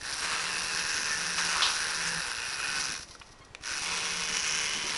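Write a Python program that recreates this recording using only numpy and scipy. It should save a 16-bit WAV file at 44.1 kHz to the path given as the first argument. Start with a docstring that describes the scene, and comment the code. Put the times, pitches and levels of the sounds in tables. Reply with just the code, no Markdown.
"""Electric toothbrush on corroded pins

An electric toothbrush scrubs a metal connector on a workbench. Its head knocks at both ends of every
swing, ringing pins and shell, while the bristles hiss, rasp and snag over the motor's hum. The motor runs
down, the handle is shifted, a click sounds and it spins up again. Faint room and electrical noise lie below."""
import sys
import numpy as np
from scipy import signal
from scipy.fft import rfft, irfft
from scipy.io import wavfile

SR = 44100
rng = np.random.default_rng(int(sys.argv[2]) if len(sys.argv) > 2 else 0)


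def transcribe(u):
    """Save the signal u as a 16-bit wav file named by the first command-line argument.

    u: samples, shape (n,) or (channels, n), limited to [-1, 1]; the rate is SR.
    q: integer samples, one column per channel.
    """
    v = np.clip(np.atleast_2d(u).T, -1, 1)
    q = np.round(v * 32767).astype(np.int16)
    wavfile.write(sys.argv[1], SR, q)


N = 219559
TIME = np.arange(N) / SR

# two motor runs, the brush seated differently in each: on/s, off/s, base bristle pressure/0-1
MOTOR_RUNS = [(-.055, 2.805, 0.29), (3.573, 5.2, 0.69)]
# leaning on the brush slows the drive: t/s, rate lost/(reversals per s)
LOAD_SAG = [(.75, 0), (1.15, 2.2), (1.58, 4.7), (1.8, 2.5), (1.98, 3), (2.16, 10), (2.27, 35), (2.38, 42),
            (2.5, 23), (2.64, 15), (2.8, 11.5), (3.6, 0), (3.95, .3), (4.35, 2.5), (4.55, 4.7), (4.78, 4.7),
            (4.98, 10)]
# scrubbing balance as the brush circles: t/s, bristle hiss/dB, head rattle/dB, pin ring/dB
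SCRUB_LEVELS = [(.05, -36.5, -38.5, -46), (.16, -34.5, -44.5, -51), (.3, -38, -40, -46.5),
                (.55, -35, -42, -40), (.95, -30.5, -37, -42), (1.375, -33, -40, -43.5),
                (1.41, -31.5, -36, -43), (1.6, -32, -40.5, -40.5), (1.85, -33.5, -37, -44),
                (2.1, -32, -37.5, -44.5), (2.3, -36, -38, -46.5), (2.45, -36.5, -38.5, -39),
                (2.53, -37, -43, -48.5), (2.62, -37.5, -38.5, -37), (2.74, -33, -37, -40.5),
                (2.82, -31, -39.5, -43.5), (3.72, -34, -37, -45), (3.85, -35, -49, -43),
                (4.3, -33.5, -43, -44), (4.55, -30, -43.5, -41.5), (4.75, -34, -47, -43),
                (4.98, -34.5, -45, -59)]

# resonances of brush head, connector shell, handle, neck and pin block: f/Hz, width/Hz, level/dB
HEAD_MODES = [(454, 120, -19), (866, 66, -12), (1190, 250, -13), (1377, 160, -3), (1787, 220, -8)]
SHELL_MODES = [(420, 240, -12), (960, 47, -3), (1150, 79, -8), (2500, 230, -0.5), (3050, 140, -5),
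               (3400, 170, -0.5)]
HANDLE = [(480, 90, -9), (1210, 150, 2), (1750, 500, -2), (2480, 480, -1), (3350, 300, 0), (4500, 900, -5),
          (6100, 1200, -8), (9200, 1800, -12)]
NECK = [(480, 110, 0), (1320, 170, 3), (2430, 99, -4), (3890, 130, -8), (4500, 110, -11)]
PIN_BLOCK = [(1150, 120, 7), (2320, 110, 3), (2560, 130, 1), (2900, 150, 0), (3420, 130, -3),
             (3890, 100, -8)]
# two moving air resonances between head and socket: t/s, hollow f/Hz, rim gap f/Hz, rim level/dB
AIR_GAPS = [(.3, 1640, 2030, 2), (1.25, 1630, 2100, 0), (1.95, 1530, 2118, 1), (2.1, 1710, 1940, -2),
            (2.28, 1500, 2130, -9), (2.85, 1514, 2120, 7), (3.75, 1490, 2230, 9), (4.05, 1490, 2170, -1),
            (4.35, 1530, 2130, 3), (4.82, 1590, 2060, 2.5), (4.98, 1590, 2040, -2)]
# two-note ring of the pins under the brush: t/s, lower f/Hz, upper f/Hz, upper against lower/dB
PIN_NOTES = [(.3, 2570, 2790, -4), (1.0, 2580, 2820, -4.5), (2.25, 2580, 2820, -3), (2.39, 2570, 2830, -2),
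             (2.44, 2490, 2860, -3), (2.7, 2548, 2920, -5), (3.95, 2560, 2860, -3), (4.35, 2520, 2960, 3.5),
             (4.65, 2560, 2920, 2), (4.8, 2600, 3040, 8)]
# the head leans on the shell and rings it: t/s, length/s, level/dB
SHELL_LEANS = [(0.2, 0.25, -47.5), (3.816, .55, -41), (4.424, .6, -40)]

# colour of lightly and firmly pressed bristles: f/Hz, density/dB
LIGHT_HISS = [(100, -14), (700, -12.5), (2000, -20), (3150, -10.5), (4100, -2.5), (4450, -4), (4800, -0.5),
              (5400, -0.5), (5950, 1), (6300, -12.5), (7300, -14.5), (8700, -14.5), (9500, -10),
              (10100, -13), (10900, -7)]
FIRM_HISS = [(100, -12), (700, -20.5), (2000, -1), (2850, 2.5), (3150, -7), (3800, -4), (4600, -4.5),
             (5400, 4), (5950, 5.5), (6600, 1), (7400, -8.5), (8600, -11.5), (9400, -11.5), (10100, -10),
             (10900, -11.5)]
# the tufts flick cleanly or drag: t/s, drag against flicks/ratio
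TUFT_DRAG = [(.12, 1.15), (.4, .85), (1.15, .45), (1.5, .8), (1.75, 1.1), (1.95, .55), (2.4, .85),
             (2.8, .7), (3.75, .85), (4.3, .6), (4.55, .33), (4.98, .7)]
# bristles dragged across the pins: t/s, length/s, level/dB
RASP_PASSES = [(0.224, 0.2, -35), (1.382, 0.18, -37), (1.51, 0.082, -34), (3.818, 0.18, -39.5),
               (4.916, .06, -42)]
# the head snags on the shell: t/s, hold/s, decay/s, shell scrape/dB, pin rasp/dB, bristle hiss/dB
SNAGS = [(0.791, .003, 0.0055, -43, -46, -29.5), (1.378, 0.014, 0.01, -39, -32.5, -30.5),
         (1.619, 0.01, 0.049, -23.5, -36, -36), (2.07, 0.019, 0.0072, -48, -45, -35.5),
         (4.367, 0.0029, 0.0024, -45, -40, -25.5)]
# tufts judder along the rim: t/s, length/s, attack/s, release/s, level/dB, first f/Hz, last f/Hz
RIM_JUDDER = (1.48, .2, .1, .035, -34, 1480, 1090)
# tufts spring off a pin: t/s, level/dB
TUFT_SNAPS = [(.944, -22), (1.755, -21), (2.07, -20), (2.076, -19), (2.09, -18), (2.146, -24), (2.601, -24),
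              (3.934, -22), (3.972, -22), (4.343, -22), (4.369, -23)]
# colour of pin rasp, shell scrape and tuft snap: f/Hz, density/dB
RASP_COLOUR = [(150, -30), (600, -7.5), (800, -5.5), (1080, 2.5), (1600, 1), (2200, -0.5), (2850, 1),
               (3200, -7.5), (3900, -2.5), (5700, -7), (6800, -8), (11000, -16)]
SCRAPE_COLOUR = [(150, -20), (600, -8), (900, 7.5), (2000, -6), (2900, 14), (3250, 15.5), (4300, 14.5),
                 (5700, 6), (6800, -20), (11000, -28)]
SNAP_COLOUR = [(300, -21), (1500, -19), (2700, 4), (3300, -11), (5700, 12), (7500, 0), (11000, -9)]

# rotor hum at full speed: t/s, level/dB
ROTOR_HUM = [(.1, -67), (.4, -56.5), (.78, -57), (.9, -66), (1.08, -62), (1.18, -54.5), (1.38, -50.5),
             (1.55, -55), (1.8, -64.5), (2.1, -50.5), (2.18, -44.5), (2.25, -69), (2.75, -55), (3.72, -75),
             (3.9, -54.5), (4.5, -58), (4.98, -61)]
# gear whine at full speed: multiple of the full swing rate, level/dB
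GEAR_TONES = [(3, -69), (4, -72), (5, -62), (6, -67.5), (8, -69), (10, -65), (11, -59), (13, -58),
              (14, -59), (15, -61), (16, -61)]

# handling clicks: t/s, level/dB, contact/s, decay/s, part that rings
CLICKS = [(3.150, -23.5, .002, .003, NECK), (3.214, -23.5, .004, .0035, PIN_BLOCK),
          (3.549, -15.5, .0005, .0016, HANDLE), (3.638, -19, .0004, .0007, HANDLE)]
# dull bumps of the handle: t/s, level/dB, f/Hz
HANDLE_BUMPS = [(.985, -53, 218), (1.061, -53, 205), (2.893, -46, 187), (2.93, -62, 214), (4.282, -46, 215),
                (4.345, -54, 205), (4.75, -45, 210), (4.835, -43, 327), (4.89, -47.5, 239)]
# tufts slip as the brush is shifted between runs: t/s, length/s, level/dB
TUFT_SLIPS = [(3, 0.033, -44), (3.073, 0.041, -48.5), (3.116, 0.034, -49.5), (3.178, 0.069, -55.5),
              (3.257, 0.026, -53), (3.305, 0.017, -53), (3.378, .015, -57), (3.438, 0.013, -57)]
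# faint glove squeaks: t/s, length/s, f/Hz, level/dB
GLOVE_SQUEAKS = [(3.1, 0.032, 1040, -55), (3.405, 0.036, 1075, -54)]

# colour of the room tone: f/Hz, density/dB
ROOM_COLOUR = [(15, 4), (60, 2.5), (130, -5.5), (260, -3), (480, -4), (850, -6), (1200, -5.5), (1700, -10),
               (3000, -15), (5500, -17), (7500, -23), (11000, -28)]
# steady electrical tones: f/Hz, level/dB
ELECTRICAL_TONES = [(60, -67), (1911, -69.5)]

FREE_RATE = 156  # head reversals per s without load


def spin(spin_up_s=.075, coast_s=.27, coast_bend=1.5):
    """Share of full speed: the motor closes in on it when switched on and coasts to rest when off."""
    share = np.zeros(N)
    for on, off, _ in MOTOR_RUNS:
        rise = 1 - np.exp(-np.maximum(TIME - on, 0) / spin_up_s)
        coast = 1 - np.clip((TIME - off) / coast_s, 0, 1) ** coast_bend
        share += rise * coast
    return share


def seating(delay_s=.022, grip_s=.075):
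    """Grip (0-1) and base pressure of each run: the bristles take hold just after switch-on."""
    runs = np.array(MOTOR_RUNS)
    current = np.maximum(np.searchsorted(runs[:, 0], TIME) - 1, 0)
    on, _, pressure = runs[current].T
    return np.clip((TIME - on - delay_s) / grip_s, 0, 1), pressure


def knocks(reversals, jitter_s=.00005, uneven_db=.84, return_lag_s=.00025, return_db=-2,
           rebound_s=.0021, rebound_db=-2.5):
    """The head hits the end of its play at each reversal and rebounds; the way back is late and soft."""
    at = np.flatnonzero(np.diff(np.floor(reversals)) > 0)
    chance = np.clip(rng.standard_normal((len(at), 4)), -2, 2)
    returning = np.arange(len(at)) % 2
    hit_at = at / SR + jitter_s * chance[:, 0] + return_lag_s * returning
    force = from_db(uneven_db * chance[:, 1] + return_db * returning)
    rebound_at = hit_at + rebound_s * (1 + .1 * chance[:, 2])
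    rebound_force = force * from_db(rebound_db + uneven_db * chance[:, 3])
    hits = np.zeros(N)
    for t, size in ((hit_at, force), (rebound_at, rebound_force)):
        hits[np.clip((t * SR).astype(int), 0, N - 1)] += size
    return hits


def contact(hits, crunch=.55, crunch_s=.0013, rub=.22):
    """Force at the head: each knock trails a short crunch, with sliding friction in between."""
    friction = (crunch * rms_one(fade(hits, crunch_s)) + rub) * rng.standard_normal(N)
    return butter(rms_one(hits) + friction, 4, 367, "high")  # small parts radiate hardly any bass


def head_rattle(hits, roam_hz=35.3):
    """Knocks ring the head and the hollow under it, whose pitch roams as the brush circles."""
    hollow_hz, _, _ = in_time(AIR_GAPS)
    body = resonate(contact(hits), HEAD_MODES)
    hollow = moving_band(contact(hits), hollow_hz + roam_hz * wander(.022), width_hz=185)
    return rms_one(body + hollow)


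def pin_ring(hits, width_hz=85, top_hz=3030):
    """The knocked pins ring at two pitches that shift with the brush."""
    lower_hz, upper_hz, upper_db = in_time(PIN_NOTES)
    force = contact(hits)
    lower = moving_band(force, lower_hz, width_hz)
    upper = from_db(upper_db) * moving_band(force, upper_hz, width_hz)
    return rms_one(butter(lower - upper, 12, top_hz))


def shell_ring(hits, head_db, free_db=-15.5):
    """Shell and rim gap ring faintly under the rattle and open up where the head leans on them."""
    _, rim_hz, rim_db = in_time(AIR_GAPS)
    rim = from_db(rim_db) * moving_band(contact(hits), rim_hz, width_hz=130)
    metal = resonate(contact(hits), SHELL_MODES)
    leaning = sum(swells(SHELL_LEANS, attack_s=.055, release_s=.063))
    return np.hypot(leaning, from_db(head_db + free_db)) * rms_one(metal + rim)


def bristles(hits, pressure, snap=.45, flick_s=.001, catches_per_s=420, catch_s=.0008, smooth=.55):
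    """The tufts flick over at each reversal and drag in small catches between; pressure colours them."""
    flicks = rms_one(fade(hits, flick_s)) * grains(per_s=30000, spread_db=.5) + snap * rms_one(hits)
    catches = rms_one(fade(rng.random(N) < catches_per_s / SR, catch_s))
    dragging = rms_one((catches + smooth) * grains(per_s=30000, spread_db=.5))
    hiss = tuft_colour(rms_one(flicks + in_time(TUFT_DRAG)[0] * dragging), pressure)
    sheen_hz = 9800 + 450 * wander(.06)  # the tufts' highest ring shifts as they bend
    return hiss + .7 * moving_band(hiss, sheen_hz, width_hz=600)


def tuft_colour(drive, pressure):
    """Pressure crossfades the bristles from their light colour to their firm one."""
    firm = np.clip(pressure, 0, 1)
    return (1 - firm) * coloured(drive, LIGHT_HISS) + firm * coloured(drive, FIRM_HISS)


def pin_rasp(hits, light_db=-41.5):
    """Bristles rasp over the pins in time with the swing: a light bed with a few harder passes."""
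    stroke = rms_one(1 + rms_one(fade(hits, .003)))
    passes = swells(RASP_PASSES, attack_s=.0069, release_s=.16)
    level = np.sqrt(from_db(light_db) ** 2 + sum(p ** 2 for p in passes))
    return level * coloured(stroke * grains(per_s=6000, spread_db=3), RASP_COLOUR)


def snags(attack_s=.002):
    """A snag bites at once, holds and dies away: an unbroken scratch on shell, pins and tufts."""
    out = np.zeros(N)
    for k, colour in enumerate((SCRAPE_COLOUR, RASP_COLOUR, FIRM_HISS)):
        level = sum(from_db(dbs[k]) * swell(t, hold, attack_s, decay) for t, hold, decay, *dbs in SNAGS)
        out += level * coloured(grains(per_s=20000, spread_db=1), colour)
    return out


def judder(hits, width_hz=600):
    """The tufts stick and slip along the rim, ringing a resonance that falls as they bend."""
    start, length, attack_s, release_s, db, first_hz, last_hz = RIM_JUDDER
    centre_hz = np.interp(TIME, [start, start + length], [first_hz, last_hz])
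    slips = (1 + rms_one(fade(hits, .003))) * grains(per_s=2500, spread_db=1.5)
    ringing = moving_band(moving_band(slips, centre_hz, width_hz), centre_hz, width_hz)
    return from_db(db) * swell(start, length, attack_s, release_s) * rms_one(ringing)


def snaps(decay_s=.00033):
    """Single tufts catch on a pin and spring free with a sharp tick."""
    ticks = np.zeros(N)
    for t, db in TUFT_SNAPS:
        ticks[int(t * SR)] = from_db(db)
    return coloured(fade(ticks, decay_s) * rng.choice([-1, 1], N), SNAP_COLOUR)


def motor(reversals, rate, rotor_ratio=1.135, flutter_db=2.6):
    """The rotor's imbalance hums and the gears add wavering overtones; both fade as the drive slows."""
    def tone(multiple, waver_rad=.17):
        return np.sqrt(2) * np.sin(multiple * (2 * np.pi * reversals + waver_rad * wander(.047)))
    hum_db = in_time(ROTOR_HUM)[0] + flutter_db * wander(.016)  # flutters under load
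    hum = from_db(hum_db) * tone(rotor_ratio, waver_rad=.66)
    # under one hard push the rotor buzzes on its third multiple
    push = swell(start=2.08, length=.07, attack_s=.02, release_s=.025)
    buzz = from_db(-53.5) * push * tone(3 * rotor_ratio)
    gears = sum(from_db(db) * tone(k / 2) for k, db in GEAR_TONES)  # two reversals a swing
    return (rate / FREE_RATE) ** 4 * (hum - gears) + buzz


def clicks(attack_s=.0003, top_hz=6000):
    """A spike and a short crack of noise ring the part that is knocked."""
    out = np.zeros(N)
    for t, db, contact_s, decay_s, part in CLICKS:
        crack = .5 * swell(t, contact_s, attack_s, decay_s) * rng.standard_normal(N) + 1e-18
        crack[int(t * SR)] += 3.5
        out += from_db(db) * resonate(butter(crack, 1, top_hz), part)
    return out


def bumps(width_hz=57):
    """The bumped handle thuds on one low resonance."""
    out = np.zeros(N)
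    for t, db, hz in HANDLE_BUMPS:
        thud = rms_one(resonate(rng.standard_normal(N), [(hz, width_hz, 0)]))
        out += from_db(db) * swell(t, 0, attack_s=.0041, release_s=.046) * thud
    return out


def tuft_slips(clump_db=3.5, clump_s=.0019):
    """Between runs the tufts slip in small clumps as the brush is shifted."""
    level = sum(swells(TUFT_SLIPS, attack_s=.0087, release_s=.0152))
    clumps = rms_one(grains(per_s=4500, spread_db=5) * from_db(clump_db * wander(clump_s)))
    return level * tuft_colour(clumps, pressure=.19)


def glove_squeaks(pitch_spread=.0156):
    """The glove slips in short squeaks: four harmonics on an unsteady pitch."""
    out = np.zeros(N)
    slip = rms_one(fade(rng.standard_normal(N), .0038))
    for t, length, hz, db in GLOVE_SQUEAKS:
        phase = 2 * np.pi * np.cumsum(hz * (1 + pitch_spread * slip)) / SR
        arch = np.sin(np.pi * np.clip((TIME - t) / length, 0, 1))
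        out += from_db(db) * arch * sum(np.sin(k * phase) / np.sqrt(k) for k in range(1, 5))
    return out


def workshop(x, bench_db=-15, bench_t60=.061, room_db=-16, room_t60=.79):
    """Adds quick reflections from the bench and the gear on it, then a faint room tail."""
    t = TIME[:SR // 2]
    response = np.zeros(len(t))
    for db, t60, delay_s in ((bench_db, bench_t60, .001), (room_db, room_t60, .008)):
        tail = rng.standard_normal(len(t)) * from_db(-60 * t / t60) * (t > delay_s)
        response += from_db(db) * tail / np.sqrt(np.sum(tail ** 2))
    return x + signal.fftconvolve(x, response)[:N]


def background(first_tick_s=.0257, tick_period_s=.1024, tick_width_s=.0042):
    """Room tone, steady electrical tones and dull ticks of radio interference in the microphone lead."""
    room = from_db(-55) * coloured(rng.standard_normal(N), ROOM_COLOUR)
    tones = sum(np.sqrt(2) * from_db(db) * np.sin(2 * np.pi * hz * TIME) for hz, db in ELECTRICAL_TONES)
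    bursts = -1.0 * ((TIME - first_tick_s) % tick_period_s < tick_width_s)
    ticks = from_db(-44) * butter(bursts, 1, [24.2, 410], "band")
    return room + tones + ticks


def from_db(db):
    """Decibels to gain."""
    return 10 ** (np.asarray(db) / 20)


def rms_one(x):
    """Scale to unit rms."""
    return x / np.sqrt(np.mean(x ** 2) + 1e-20)


def in_time(rows):
    """One automation curve for each column after the time."""
    times, *columns = np.transpose(rows)
    return [np.interp(TIME, times, column) for column in columns]


def swell(start, length, attack_s, release_s):
    """Envelope: straight attack, hold to the end of the length, exponential release."""
    attack = np.clip((TIME - start) / attack_s, 0, 1)
    return attack * np.exp(-np.maximum(TIME - start - length, 0) / release_s)


def swells(cues, attack_s, release_s):
    """One envelope for each cue, at its level."""
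    return [from_db(db) * swell(t, length, attack_s, release_s) for t, length, db in cues]


def fade(x, decay_s):
    """Each impulse leaves an exponential tail of its own height."""
    return signal.lfilter([1], [1, -np.exp(-1 / (decay_s * SR))], x + 1e-18)


def wander(time_s):
    """Smooth random drift of unit rms."""
    return rms_one(fade(fade(rng.standard_normal(N), time_s), time_s))


def grains(per_s, spread_db):
    """Tiny slips of single bristles, at random moments and of uneven size."""
    slips = (rng.random(N) < per_s / SR) * rng.standard_normal(N)
    return rms_one(slips * from_db(spread_db * np.clip(rng.standard_normal(N), -2, 2)))


def butter(x, order, hz, kind="low"):
    """Low-, high- or band-pass with a flat passband."""
    return signal.sosfilt(signal.butter(order, hz, kind, fs=SR, output="sos"), x)


def coloured(x, spectrum, size=4096):
    """Minimum-phase EQ with the given spectrum; white noise keeps its power."""
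    hz, db = np.transpose(spectrum)
    bin_hz = np.arange(size // 2 + 1) * SR / size
    gain = rms_one(from_db(np.interp(np.log(bin_hz + 1), np.log(hz), db)))
    cepstrum = irfft(np.log(gain))
    cepstrum[1:size // 2] *= 2
    cepstrum[size // 2 + 1:] = 0
    return signal.fftconvolve(x, irfft(np.exp(rfft(cepstrum))))[:N]


def resonate(x, modes):
    """Parallel resonances of alternating sign."""
    out = np.zeros(N)
    for k, (hz, width_hz, db) in enumerate(modes):
        r = np.exp(-np.pi * width_hz / SR)
        poles = [1, -2 * r * np.cos(2 * np.pi * hz / SR), r * r]
        out += (-1) ** k * from_db(db) * (1 - r * r) / 2 * signal.lfilter([1, 0, -1], poles, x)
    return out


def moving_band(x, centre_hz, width_hz, block=256):
    """A resonance whose centre follows a curve."""
    r = np.exp(-np.pi * width_hz / SR)
    out, state = np.zeros(N), np.zeros(2)
    for i in range(0, N, block):
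        poles = [1, -2 * r * np.cos(2 * np.pi * centre_hz[i] / SR), r * r]
        out[i:i + block], state = signal.lfilter([1, 0, -1], poles, x[i:i + block], zi=state)
    return out * (1 - r * r) / 2


def scene():
    """One drive speed times knocks, bristles and motor tones; the hand sets how hard they scrub."""
    running = spin()
    rate = running * (FREE_RATE - in_time(LOAD_SAG)[0])
    reversals = np.cumsum(rate) / SR
    grip, base_pressure = seating()
    hiss_db, head_db, pin_db = in_time(SCRUB_LEVELS)
    pressure = base_pressure + .13 * (hiss_db + 32)  # louder hiss means firmer pressure
    hand_tremor = from_db(.5 * wander(.015))
    hits = knocks(reversals)
    head = from_db(head_db) * head_rattle(hits)
    connector = from_db(pin_db) * pin_ring(hits) + shell_ring(hits, head_db)
    hiss = from_db(hiss_db) * bristles(hits, pressure)
    scrubbing = grip * hand_tremor * running * (head + connector + hiss + pin_rasp(hits))
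    accents = snags() + judder(hits) + snaps()
    handling = clicks() + bumps() + tuft_slips() + glove_squeaks()
    brush = scrubbing + accents + motor(reversals, rate) + handling
    return (workshop(brush) + background())[None]


def record(dry, cutoff_hz=11030):
    """A steep high cut takes off the top."""
    return signal.sosfilt(signal.ellip(12, .1, 90, cutoff_hz, fs=SR, output="sos"), dry)


dry = scene()
out = record(dry)
transcribe(out)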